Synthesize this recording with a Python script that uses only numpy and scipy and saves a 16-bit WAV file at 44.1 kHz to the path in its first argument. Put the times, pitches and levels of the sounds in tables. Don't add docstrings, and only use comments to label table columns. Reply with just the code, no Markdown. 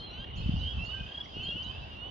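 import sys
import numpy as np
from scipy import signal
from scipy.fft import rfft, irfft, next_fast_len
from scipy.io import wavfile
from scipy.ndimage import uniform_filter1d, map_coordinates

SR = 44100
rng = np.random.default_rng(int(sys.argv[2]) if len(sys.argv) > 2 else 0)


def invert_db(level):
    return 10 ** (np.asarray(level, dtype=float) / 20)


def generate_wav(sig):
    pcm = np.round(np.clip(np.atleast_2d(sig).T, -1, 1) * 32767).astype(np.int16)
    wavfile.write(sys.argv[1], SR, pcm)


N = 92610

RELEASE_S, PEEP_FADE_S = .006, .02
BEND, SWELL_DB = .9, 6
WET_DB = -12
BIRD_WET_DB = -8


def unit(x):
    return x / np.sqrt(np.mean(x ** 2) + 1e-20)


def along(points, hz):
    f, v = np.transpose(points)
    return np.interp(np.log(hz + 1), np.log(f + 1), v)


def curve(rows):
    return np.interp(np.arange(N) / SR, *np.transpose(rows))


def wobble(rate):
    knots = rng.standard_normal(int(N * rate / SR) + 4)
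    return map_coordinates(knots, [np.arange(N) * rate / SR])


def filtered(x, response):
    m = next_fast_len(N + 8192)
    return irfft(rfft(x, m) * response(np.fft.rfftfreq(m, 1 / SR)), m)[..., :N]


def sides(mid, side):
    return np.array([mid + side, mid - side])


def calls(rows, voice, bend, swell_db, per_s=0, fade_s=RELEASE_S, ease=0):
    attack_s, overtone_fade_db = .012, 10
    out = np.zeros(N + 2 * SR)
    for s, length, first_hz, last_hz, db in rows:
        t = np.arange(round(length * SR)) / SR
        u = t / length
        glide = (1 - ease) * u ** bend + ease * (1 - np.cos(np.pi * u)) / 2
        phase = 2 * np.pi * np.cumsum(first_hz + (last_hz - first_hz) * glide) / SR
        rise = t / min(attack_s, length / 4)
        fall = (length - t) / min(fade_s, length / 3)
        shape = np.clip(np.minimum(rise, fall), 0, 1) * invert_db(db + swell_db * (u - 1))
        if per_s:
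            shape = shape * np.sin(np.pi * per_s * (length - t)) ** 4
        tone = 0
        for k, partial_db in voice:
            dulling_db = overtone_fade_db * max(k - 1, 0) * (2 * u - 1)
            tone = tone + invert_db(partial_db - dulling_db) * np.sin(k * phase)
        out[SR + round(s * SR):][:len(t)] += np.sqrt(2) * shape * tone
    unsteadiness_db = 1.2 * wobble(45) + 1.8 * wobble(170)
    return out[SR:SR + N] * invert_db(unsteadiness_db)


def woods(x, pan_db, wet_db, direct=1):
    t60_s, echo_db, alike = .5, -20, .75
    t = np.arange(SR // 2) / SR
    noise = rng.standard_normal((3, len(t)))
    diffuse = alike * noise[0] + np.sqrt(1 - alike ** 2) * noise[1:]
    tail = diffuse * invert_db(-60 * t / t60_s) * np.minimum(t / .02, 1)
    answer = invert_db(wet_db) * tail / np.linalg.norm(tail[0])
    answer[:, rng.integers(60, 500, size=4)] += direct * invert_db(echo_db) * rng.uniform(-0.59, 1, size=4)
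    answer[:, 0] += direct
    gain = invert_db(np.array([[pan_db / 2], [-pan_db / 2]]))
    return signal.fftconvolve(x[None], answer, axes=1)[:, :N] * gain / gain.mean()


def frogs():
    # start in seconds, length in seconds, first Hz, last Hz, level in dB.
    peeps_ahead = [
        (-.09, .16, 2760, 3270, -46),
        (.6, .105, 2760, 3050, -43),
        (1.335, .195, 2790, 3320, -38),
        (1.68, .115, 2500, 2710, -51),
        (1.81, .075, 2620, 2730, -50),
        (1.9, .055, 3050, 3250, -55),
        (.255, .07, 2860, 2800, -50),
    ]
    peeps_near = [(.097, .155, 2710, 3270, -44)]
    peeps_right = [
        (.555, .185, 2820, 3330, -39),
        (.78, .19, 2620, 3040, -37.5),
        (1.565, .165, 2660, 3120, -42),
        (1.945, .145, 2710, 3000, -41),
        (.35, .05, 2620, 2610, -53),
        (2.065, .12, 2930, 3280, -42),
    ]
    peeps_left = [
        (1.497, .133, 2735, 3090, -40),
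        (1.91, .045, 2810, 2835, -48),
        (.398, .045, 2930, 3010, -47),
    ]
    trill_right = [(.165, .355, 2700, 3090, -46)]
    trill_ahead = [(.94, .285, 2900, 3345, -33.5)]
    # multiple of the loud partial, level in dB.
    voice = [(.5, -27), (1, 0), (1.5, -28), (2, -38)]
    near_voice = [(.5, -14), (1, 0), (1.5, -20), (2, -30)]

    def peeps(rows, swell_db):
        return calls(rows, voice, BEND, swell_db, fade_s=PEEP_FADE_S, ease=.45)

    ahead = peeps(peeps_ahead, SWELL_DB) + calls(trill_ahead, voice, BEND, 16, per_s=34.5)
    ahead = ahead + calls(peeps_near, near_voice, .75, 8)
    right = peeps(peeps_right, 7.9) + calls(trill_right, voice, BEND, 3.7, per_s=31)
    left = peeps(peeps_left, 3)
    return woods(ahead, -1, WET_DB) + woods(right, -8, WET_DB) + woods(left, 5, WET_DB)


def birds():
    # start in seconds, length in seconds, first Hz, last Hz, level in dB.
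    whistles = [
        (-.02, .15, 4320, 4025, -50),
        (.13, .065, 4010, 3930, -56),
        (.195, .06, 3880, 3680, -61),
        (.93, .105, 1565, 1575, -52),
        (.968, .095, 2490, 2525, -53),
        (1.05, .04, 2525, 2600, -58),
        (.78, .04, 1150, 1100, -60),
        (.88, .04, 1252, 1258, -58),
        (1.69, .04, 1050, 1045, -57),
    ]
    short_notes = [(.372, .028, 4330, 4130, -55), (.393, .02, 4130, 4380, -56),
                   (.412, .014, 4330, 4130, -57), (.42, .024, 3900, 3450, -56),
                   (.59, .018, 4020, 3920, -58), (.606, .018, 3900, 3860, -54),
                   (.848, .036, 4395, 4370, -55), (.88, .022, 4600, 4100, -61),
                   (.899, .016, 3900, 3600, -52), (1.428, .035, 4320, 4210, -54),
                   (1.458, .02, 4250, 4480, -58), (1.474, .024, 4240, 4210, -60),
                   (1.474, .022, 4450, 3550, -52), (1.637, .046, 3885, 3880, -53),
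                   (1.71, .04, 3880, 3880, -62), (1.78, .07, 3880, 3900, -65)]
    pure = [(1, 0)]
    ahead = calls(whistles, pure, 0.8, 0, fade_s=PEEP_FADE_S)
    right = calls(short_notes, pure, 0.97, 0) + chips() + arch()
    return woods(ahead, -1.5, BIRD_WET_DB) + woods(right, -9, BIRD_WET_DB)


def chorus(count=60):
    # time in seconds, level in dB.
    effort = [
        (0, -47.5),
        (.25, -54.5),
        (.5, -45),
        (.75, -43),
        (1, -46.5),
        (1.15, -50),
        (1.3, -53.5),
        (1.45, -43),
        (1.75, -46),
        (2.1, -54.5),
    ]
    # multiple of the loud partial, level in dB.
    far_voice = [(.5, -24), (1, 0), (1.5, -27)]
    draw = rng.standard_normal((count, 4))
    start_s = np.linspace(-.3, N / SR, count) + .04 * draw[:, 0]
    length_s = .15 * invert_db(1.5 * draw[:, 2])
    low_hz = 2738 + 98 * draw[:, 1]
    rows = np.c_[start_s, length_s, low_hz, low_hz + 340.7, 2.5 * draw[:, 3]]
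    voices = calls(rows, far_voice, BEND, SWELL_DB, fade_s=PEEP_FADE_S)
    far = woods(voices, -5, 0, direct=.03)
    return unit(far) * invert_db(curve(effort) - 2)


def wind():
    # time in seconds, strength in dB.
    gusts = [(0, -46), (.17, -48.5), (.2, -37), (.24, -49.5), (.57, -24.5), (.6, -35.5), (.66, -33.5),
             (.71, -42), (.79, -28.5), (.86, -51), (1.03, -41), (1.13, -55), (1.29, -54), (1.38, -41.5),
             (1.48, -48.5), (1.83, -44), (1.87, -49.5), (2.1, -48)]
    # frequency in Hz, density in dB per Hz.
    rumble = [(12, -33), (20, -23), (65, 3.5), (289, -23.5), (331, -47), (400, -39.5), (520, -66.5),
              (880, -120)]
    # start in seconds, peak in dB, frequency in Hz.
    eddies = [(0.36, -39, 116), (0.381, -33.5, 102.8), (0.402, -27, 111), (0.43, -37, 100),
              (0.46, -23.5, 123.4), (0.492, -18, 153), (0.538, -18, 112.5), (0.779, -38.5, 119),
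              (0.832, -35, 124), (0.88, -35, 113.6), (1.009, -31, 123), (1.053, -36, 109),
              (1.368, -32, 300), (1.376, -38, 110), (1.388, -37, 105), (1.443, -40.5, 250),
              (1.455, -38, 110), (1.481, -35.5, 120), (1.491, -34, 340), (1.542, -39, 110),
              (1.557, -32, 160), (1.566, -40.5, 310), (1.663, -36.5, 180), (1.817, -36.5, 94.7),
              (2.025, -44, 167)]
    cycles, side_db = .75, -24
    mid, side = filtered(rng.standard_normal((2, N)), lambda hz: invert_db(along(rumble, hz)))
    swell = np.sqrt(np.abs(uniform_filter1d(unit(mid) ** 2, size=1500))) + .15
    buffeting = unit(sides(mid, invert_db(side_db) * side) / swell ** .6)
    buffeting = buffeting * invert_db(curve(gusts) + 1.5 * wobble(27))
    lead = 1000
    thumps, t = np.zeros(N + SR), np.arange(4000) / SR
    for s, db, hz in eddies:
        u = (t - lead / SR) * hz / cycles - .4
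        push = np.exp(-4 * u ** 2) * np.cos(2 * np.pi * (cycles * u + rng.random()))
        thumps[round(s * SR):][:len(t)] += invert_db(db + 2.5) * push
    return buffeting + thumps[lead:][:N]


def patchy(spectrum, patchy_db):
    # frequency in Hz, unshared over shared level in dB.
    spread = [(100, -21), (300, -14.5), (700, -2), (1500, -7), (3000, -0.5), (7000, 0)]
    z = signal.stft(rng.standard_normal((2, N + 512)), nperseg=512)[2]
    field = uniform_filter1d(rng.standard_normal(z.shape[1:]), 6, axis=0)
    field = uniform_filter1d(field, 10, axis=1)
    pair = signal.istft(z * invert_db(patchy_db * unit(field)), nperseg=512)[1][:, :N]

    def colour(hz):
        mid_and_side_db = along(spectrum, hz) + np.array([0 * hz, along(spread, hz)])
        return invert_db(mid_and_side_db) * (hz > 25)

    return unit(sides(*filtered(pair, colour)))


def hush():
    # frequency in Hz, density in dB per Hz.
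    hush_spectrum = [(30, -32), (120, -4), (500, -8.5), (1100, -11.5), (2100, -23), (3500, -14),
                     (4500, -38), (7000, -55.5)]
    rustle_spectrum = [(3000, -46.5), (3700, -11.5), (4800, 2.5), (5300, -6.5), (7000, -18.5)]
    # time in seconds, rustle in dB.
    leaves = [
        (0, -59.5),
        (.1, -79),
        (.33, -91),
        (.37, -56),
        (1.9, -60),
        (1.97, -63.5),
        (2.1, -86),
    ]
    steady = invert_db(-49) * patchy(hush_spectrum, patchy_db=1.5)
    return steady + invert_db(curve(leaves) - 5.5) * patchy(rustle_spectrum, patchy_db=2.0)


def ports(pair):
    # frequency in Hz, phase in radians by which left leads.
    lead = [(30, -.5), (90, -.62), (180, -.8), (350, -1.2), (780, -2.1), (1640, -3.5)]
    turn = np.array([[1], [-1]])
    return filtered(pair, lambda hz: np.exp(.5j * along(lead, hz) * (hz < 1800) * turn))


def air():
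    hiss = [(7500, -35.0), (9000, -14.5), (10800, -9.5), (12500, -17), (14000, -63)]  # (Hz, dB per Hz)
    return invert_db(-90.5) * patchy(hiss, patchy_db=5.5)


def ticks():
    # start in seconds, frequency in Hz, peak in dB.
    clicks = [(.002, 3800, -46.5), (0.243, 1840, -51.5), (0.244, 2260, -62.5), (0.36, 2900, -54),
              (.288, 2400, -58), (0.301, 2200, -50.5), (.312, 2100, -54), (1.8, 3550, -59.5),
              (1.255, 3200, -52.5), (1.258, 2100, -45.5), (1.319, 4000, -62.5), (1.293, 5130, -67),
              (1.295, 4830, -57.5), (1.627, 4700, -49.5), (1.618, 1850, -77.5)]
    ring_s = .007
    out, t = np.zeros(N), np.arange(2000) / SR
    for s, hz, db in clicks:
        shape = invert_db(db - 60 * (t / ring_s - .4) ** 2)
        out[round(s * SR):][:len(t)] += shape * np.sin(2 * np.pi * hz * t)
    return woods(out, -1.5, -10)


def chips():
    # start in seconds, length in seconds, first Hz, last Hz, level in dB.
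    chip_rows = [
        (0.353, 0.039, 5150, 6910, -69),
        (0.583, 0.03, 5270, 6400, -72),
        (0.833, 0.038, 4500, 6850, -68.5),
        (1.419, 0.042, 4900, 6910, -70.5),
        (1.622, 0.032, 4030, 6740, -66),
    ]
    rise_s, attack_s, climb_hz_per_s = .011, .003, 6900
    out = np.zeros(N)
    for s, length, first_hz, last_hz, db in chip_rows:
        t = np.arange(round(length * SR)) / SR
        hz = last_hz + (first_hz - last_hz) * np.exp(-t / rise_s) + climb_hz_per_s * t
        phase = 2 * np.pi * np.cumsum(hz) / SR
        shape = np.clip(np.minimum(t / attack_s, (length - t) / RELEASE_S), 0, 1)
        out[round(s * SR):][:len(t)] += invert_db(db + 5.5) * shape * np.sin(phase)
    return out


def croaks():
    # start in seconds, length in seconds, level in dB.
    croak_rows = [
        (1.035, 0.21, -58.5),
        (1.689, 0.27, -61),
    ]
    # frequency in Hz, density in dB per Hz.
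    throat_spectrum = [(1300, -38.5), (1500, -5.5), (1600, 3.5), (1950, -14.5), (2300, -39.5)]
    t = np.arange(N) / SR
    shape = np.zeros(N)
    for s, length, db in croak_rows:
        shape += invert_db(db) * np.clip(np.minimum(t - s, s + length - t) / 0.047, 0, 1)
    throat = filtered(rng.standard_normal((2, N)), lambda hz: invert_db(along(throat_spectrum, hz)))
    return unit(throat * invert_db(2.3 * wobble(70))) * shape


def arch():
    # start in seconds, length in seconds, edge Hz, top Hz, level in dB.
    chirp = (1.235, .028, 1680, 1960, -62)
    # multiple of the fundamental, level in dB.
    harmonics = [(1, -3), (2, 1), (3, 0)]
    s, length, edge_hz, top_hz, db = chirp
    u, out = np.arange(round(length * SR)) / (length * SR), np.zeros(N)
    bow = np.sin(np.pi * u)
    phase = 2 * np.pi * np.cumsum(edge_hz + (top_hz - edge_hz) * bow) / SR
    tone = sum(invert_db(d) * np.sin(k * phase) for k, d in harmonics)
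    out[round(s * SR):][:len(u)] = invert_db(db) * np.sqrt(bow) * tone
    return out


def scene():
    animals = invert_db(-.5) * frogs() + chorus() + invert_db(-1) * birds() + croaks()
    everything = animals + ticks() + ports(wind() + hush())
    top_hz, above_db = 7320, -41.5
    return filtered(everything, lambda hz: np.where(hz < top_hz, 1, invert_db(above_db))) + air()


def roll_off(x):
    return signal.sosfilt(signal.butter(12, 13500, fs=SR, output="sos"), x)


def record(dry):
    return roll_off(dry)


dry = scene()
out = record(dry)
generate_wav(out)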